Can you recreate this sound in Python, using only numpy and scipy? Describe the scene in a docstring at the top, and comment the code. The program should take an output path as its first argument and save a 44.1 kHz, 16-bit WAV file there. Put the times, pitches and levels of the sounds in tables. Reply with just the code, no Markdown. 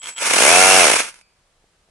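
"""Plastic gears clatter on a metal plate as an electric motor cranks a small single-cylinder engine,
close by on a workbench. The motor whines and stutters, catches, spins up and runs down.
The engine never fires: it puffs once a turn, and its compression makes the clatter surge.
The last teeth tick home and the metal rings on in a quiet room."""
import sys
import numpy as np
from scipy import signal
from scipy.fft import rfft, irfft
from scipy.io import wavfile
from scipy.ndimage import uniform_filter1d

SR = 44100
rng = np.random.default_rng(int(sys.argv[2]) if len(sys.argv) > 2 else 0)


def int16_out(signal):
    """Quantize to a 16-bit WAV file."""
    q = np.round(np.clip(np.atleast_2d(signal).T, -1, 1) * 32767)
    wavfile.write(sys.argv[1], SR, q.astype(np.int16))


N = 83790
TIME = np.arange(N) / SR
HZ = np.maximum(np.fft.rfftfreq(2 * N, 1 / SR), 1)

# Room tone colour. Each row: frequency in Hz, relative level in dB.
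AIR_COLOUR = [(15, -23.5), (25, 2.5), (93, -7.5), (176, -9), (272, -17), (478, -12), (1270, -15),
              (1370, -15.5), (9130, -22.5), (11500, -30), (15000, -57), (22000, -120)]
# Room tone width. Each row: frequency in Hz, left-right correlation.
AIR_LIKENESS = [(50, 0.96), (500, 0.95), (2000, .2), (8000, .1)]
# Faint knocks on the bench. Each row: start in seconds, level in dB.
KNOCKS = [(1.642, -50.5), (1.752, -61), (1.876, -60), (1.888, -53.5)]
# Bench resonances. Each row: pitch in Hz, gain in dB, 60 dB decay time in seconds.
BENCH_MODES = [(440.7, -0.5, 0.014), (686, -0.5, .012), (1600, -7.5, .008)]
# Envelope of the drive's whine. Each row: time in seconds, level in dB.
WHINE_LEVEL = [(0, -42), (.03, -39.5), (.09, -37), (.15, -43.5), (.185, -32), (.24, -38), (.36, -34),
               (.5, -38), (.9, -52.5), (1.0, -100)]
# Crankshaft speed. Each row: time in seconds, turns per second.
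SHAFT_SPEED = [(0.16, 0.0), (0.22, 15.65), (0.28, 23.87), (0.35, 37.9), (0.41, 58.22), (0.47, 75.4),
               (0.53, 88.72), (0.6, 92.53), (0.68, 94.17), (0.77, 94.28), (0.81, 90.88), (0.87, 71.4),
               (0.93, 47.42), (0.98, 27.48), (1.06, 7.09), (1.22, 0.0)]
# Shaft tones. Each entry: pitch as a multiple of the shaft speed.
SHAFT_ORDERS = [1, 2, 5, 7, 8, 9, 11, 13, 15, 24, 29]
# Balance of those tones. Each entry: level in dB at top speed.
SHAFT_DB = [-41, -42.5, -35, -34.5, -22, -37, -36, -33.5, -27, -35.5, -30.5]
# Cylinder and port resonances. Each row: centre in Hz, width in Hz, gain in dB.
PORTS = [(190, 34, -16), (290, 90, -22.5), (450, 330, -5), (648, 260, 1), (1000, 400, -12.5)]
# Colour of the motor, wheels and mount. Each row: frequency in Hz, relative level in dB.
GEAR_COLOUR = [(20, -54.5), (110, -29), (250, -22), (500, -6.5), (900, -0.5), (1350, 1.5), (1850, -2),
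               (2150, 4.5), (2750, -0.5), (3100, -3), (3700, -6), (4600, -6.5), (5600, -2.5), (6400, -3),
               (7300, -6.5), (8600, -3.5), (9500, -2), (10400, -2.5), (10700, -11), (11700, -24)]
# Stereo width of the gears. Each row: frequency in Hz, left-right correlation.
GEAR_LIKENESS = [(200, 1), (800, -0.16), (1500, 0.71), (2300, 0.27), (3200, 0.15), (4600, -0.045),
                 (6300, .45), (8200, .45), (9300, -0.066), (10400, .45)]
# How hard the teeth strike. Each row: time in seconds, relative level in dB.
TOOTH_LOAD = [(0, -79), (.016, -85), (.024, -45.5), (.092, -30), (.104, -38), (.156, -55), (.168, -40),
              (.2, -30), (.228, -20.5), (.3, -18), (.42, -13.5), (.6, -12.5), (.79, -12.5), (.968, -17.5),
              (.98, -19), (1.012, -19.5), (1.066, -37), (1.088, -36.5), (1.12, -48), (1.2, -51.5),
              (1.25, -84), (1.3, -100)]
# The motor jerks against the gears before it catches. 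Each row: start in seconds, relative level in dB.
JERKS = [(.018, -28), (.0215, -34), (.032, -22), (.041, -21), (.048, -36.5), (.053, -25), (.058, -17),
         (.065, -45), (.071, -17), (.0945, -24.5), (.164, -24.5), (.172, -23), (.181, -16.5), (.187, -16)]
# The last teeth tick home. Each row: start in seconds, relative level in dB.
TICKS = [(1.083, -39), (1.089, -25), (1.105, -35), (1.126, -41), (1.142, -34.5), (1.158, -38.5),
         (1.164, -41), (1.174, -49), (1.189, -40), (1.2125, -40.5)]
# Ring of the metal. Each row: pitch in Hz, gain in dB, 60 dB decay time in seconds, right-side polarity.
METAL_MODES = [(2390, -72, 0.53, 1), (2337, -62, 0.56, 1), (2520, -69, 0.71, 1), (4740, -65, .6, -1),
               (2230, -43.5, .04, 1), (2040, -51, 0.046, 1), (2560, -50, .07, 1), (10400, -54.5, 0.05, 1)]

WHINE_HZ, STATOR_HZ = 7766, 3230
PUFF_AT, SURGE_AT = .49, .36  # fractions of a turn
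TEETH, RATTLES_PER_S = 29, 3000


def from_db(db):
    """Decibels to gain."""
    return 10 ** (np.asarray(db) / 20)


def rms_one(x):
    """Scale to unit rms."""
    return x / np.sqrt(np.mean(x ** 2) + 1e-20)


def in_time(rows):
    """A breakpoint envelope at every sample."""
    return np.interp(TIME, *np.transpose(rows))


def at_hz(points):
    """A breakpoint spectrum at every frequency."""
    hz, value = np.transpose(points)
    return np.interp(np.log(HZ), np.log(hz), value)


def filtered(x, kind, hz, order=2):
    """A gentle low-pass or high-pass."""
    return signal.sosfilt(signal.butter(order, hz, kind, fs=SR, output="sos"), x)


def drift(rate_hz):
    """Smooth random modulation at unit rms."""
    return rms_one(filtered(rng.standard_normal(2 * N), "low", rate_hz)[N:])


def clicks(times, sizes):
    """A train of one-sample clicks."""
    return np.bincount((np.asarray(times) * SR).astype(int), sizes, N)[:N] + 1e-18


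def blows(rows):
    """Clicks from rows of start in seconds and level in dB."""
    times, db = np.transpose(rows)
    return clicks(times, from_db(db))


def ring(x, hz, t60):
    """Each click sets a decaying sine ringing."""
    r, w = from_db(-60 / (t60 * SR)), 2 * np.pi * hz / SR
    return signal.lfilter([0, np.sin(w)], [1, -2 * r * np.cos(w), r * r], x)


def resonance(x, hz, width_hz):
    """Band-pass with unity gain at the peak."""
    r, w = np.exp(-np.pi * width_hz / SR), 2 * np.pi * hz / SR
    return signal.lfilter(np.array([1, 0, -1]) * (1 - r * r) / 2, [1, -2 * r * np.cos(w), r * r], x)


def noise_bursts(triggers, hz, width_hz, t60):
    """Each click opens a decaying burst of band-passed noise."""
    envelope = signal.lfilter([1], [1, -from_db(-60 / (t60 * SR))], triggers)
    band = resonance(rng.standard_normal(N), hz, width_hz)
    return envelope * rms_one(resonance(band, hz, 2 * width_hz))


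def stereo(spectra, colour, likeness):
    """Two unrelated spectra, as mid and side, become a coloured left and right."""
    alike = np.clip(at_hz(likeness), -1, 1)
    mid = np.sqrt(1 + alike) * spectra[0]
    side = np.sqrt(1 - alike) * spectra[1]
    return irfft(np.array([mid + side, mid - side]) * from_db(at_hz(colour)))[:, :N]


def levelled(force):
    """Ride the gain to hold the short-term rms steady."""
    return force / np.sqrt(uniform_filter1d(force ** 2, size=700) + 1e-4)


def workshop():
    """A bed of quiet room air with a few faint knocks on the bench."""
    air = rms_one(stereo(rfft(rng.standard_normal((2, 2 * N))), AIR_COLOUR, AIR_LIKENESS))
    knocks = sum(from_db(db) * ring(blows(KNOCKS), hz, t60) for hz, db, t60 in BENCH_MODES)
    return from_db(-63) * air + knocks


def motor_whine(flutter_depth=.39, flutter_hz=75):
    """The drive's switching tone, fluttering as the coils change over, with a weaker stator ring."""
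    def tone(hz):
        flutter = 1 + flutter_depth * (drift(flutter_hz) + 1j * drift(flutter_hz))
        return np.real(flutter * np.exp(2j * np.pi * hz * TIME))
    return from_db(in_time(WHINE_LEVEL)) * rms_one(tone(WHINE_HZ) + from_db(-17.5) * tone(STATOR_HZ))


def shaft_tones(speed, turns, waver=.2):
    """Wavering tones that glide with the shaft and stand out at full speed."""
    tones = 0
    for order, db in zip(SHAFT_ORDERS, SHAFT_DB):
        level = from_db(db) * (1 + waver * drift(34))
        phase = 2 * np.pi * order * (turns - .5) + waver * drift(30)
        tones -= level * np.cos(phase)
    return np.sqrt(2) * tones * (speed / speed.max()) ** 3


def chuffs(strokes, pace, fade_speed=43):
    """Air leaks briefly at each stroke, less at high speed."""
    leaks = clicks(strokes, np.exp(-(pace / fade_speed) ** 2))
    return from_db(-22) * noise_bursts(leaks, hz=470, width_hz=220, t60=.022)


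def thumps(strokes, pace, stall_speed=27):
    """Slow strokes barely get over compression and shake the plate with a dull thump."""
    shoves = clicks(strokes, np.exp(-(pace / stall_speed) ** 4))
    plate = noise_bursts(shoves, hz=381, width_hz=520, t60=.037)
    return from_db(-24) * filtered(plate, "high", 140)


def engine(speed, turns, knee_speed=42, left_lag_s=.00018):
    """Once a turn a gulp of air sounds the cylinder and ports, stronger with speed."""
    strokes = np.interp(np.arange(int(turns[-1])) + PUFF_AT, turns, TIME)
    pace = np.interp(strokes, TIME, speed)  # turns per second at each stroke
    strength = np.tanh((pace / knee_speed) ** 2.4)
    gulps = filtered(clicks(strokes, -strength), "low", 1420)
    gulps = filtered(gulps, "high", 200, order=1)
    puffs = sum(from_db(db) * resonance(gulps, hz, width) for hz, width, db in PORTS)
    out = from_db(22.5) * puffs + chuffs(strokes, pace) + thumps(strokes, pace)
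    return np.array([np.interp(TIME - left_lag_s, TIME, out), out])


def metal_ring(wheel):
    """The wheel excites the metal, and the final tick leaves it ringing."""
    last_strike = from_db(44) * blows(TICKS[-1:])
    return sum(from_db(db) * ring(wheel + t60 * last_strike, hz, t60) * np.array([[1], [polarity]])
               for hz, db, t60, polarity in METAL_MODES)


def gear_body(force, body_t60=.0099, room_t60=.059, room_db=-7):
    """Tooth blows sound a dense, tight ring with a short room tail; each call has its own grain."""
    noise = rng.standard_normal((2, 2, N))
    body = rms_one(noise[0] * from_db(-60 * TIME / body_t60))
    room = rms_one(noise[1] * from_db(-60 * TIME / room_t60))
    spectra = rfft(body + from_db(room_db) * room, 2 * N)
    flat = spectra / np.sqrt(uniform_filter1d(np.abs(spectra) ** 2, size=1200))
    response = stereo(flat, GEAR_COLOUR, GEAR_LIKENESS)[:, :N // 4]
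    response = rms_one(response) / np.sqrt(N // 2 / 2)  # unit energy
    return signal.fftconvolve(force[None], response, axes=1)[:, :N]


def rattle(spread_db=4):
    """Loose teeth bounce at random in their play."""
    sizes = rng.choice([-1, 1], N) * from_db(spread_db * np.minimum(rng.exponential(1, N), 3))
    bounces = rng.random(N) < RATTLES_PER_S / SR
    return .65 * levelled(bounces * sizes)


def mesh(speed, turns, wear_db=3.5, scatter_db=2, knee_speed=58):
    """Each tooth strikes in turn, a little off the beat, worn ones harder."""
    tooth = np.arange(1, int(turns[-1] * TEETH))
    wear = rng.standard_normal(TEETH)
    jitter, scatter = rng.standard_normal((len(tooth), 2)).T
    times = np.interp((tooth + .11 * jitter) / TEETH, turns, TIME)
    sizes = from_db(wear_db * wear[tooth % TEETH] + scatter_db * scatter)
    return .69 * levelled(clicks(times, sizes)) * np.tanh(speed / knee_speed)


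def gears(speed, turns, surge_db=3.3, pan_db=.53):
    """Mesh, pinion and wheel clatter, loaded by compression before each puff; metal and stator ring."""
    swell_db = surge_db * np.cos(2 * np.pi * (turns - SURGE_AT)) * np.tanh(turns)
    load = from_db(1.5 + in_time(TOOTH_LOAD) + swell_db)
    pinion = load * rattle() + from_db(8) * blows(JERKS)
    wheel = load * rattle() + from_db(14.5) * blows(TICKS)
    clatter = sum(gear_body(force) for force in (load * mesh(speed, turns), pinion, wheel))
    stator = from_db(-5.5) * ring(blows(JERKS), STATOR_HZ, t60=.011)
    out = filtered(clatter + metal_ring(wheel) + stator, "high", 170)
    return out * from_db([[-pan_db], [pan_db]])


def scene():
    """One shaft speed drives gears, engine and tones, over the whine and the room."""
    speed = in_time(SHAFT_SPEED)
    turns = np.cumsum(speed) / SR
    machine = gears(speed, turns) + engine(speed, turns) + shaft_tones(speed, turns)
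    return machine + motor_whine() + workshop()


def record(dry, ceiling=.88, cutoff_hz=11900):
    """Clip the highest peaks, then cut the top end steeply."""
    clipped = np.clip(dry, -ceiling, ceiling)
    return signal.sosfilt(signal.ellip(10, .2, 70, cutoff_hz, fs=SR, output="sos"), clipped)


dry = scene()
out = record(dry)
int16_out(out)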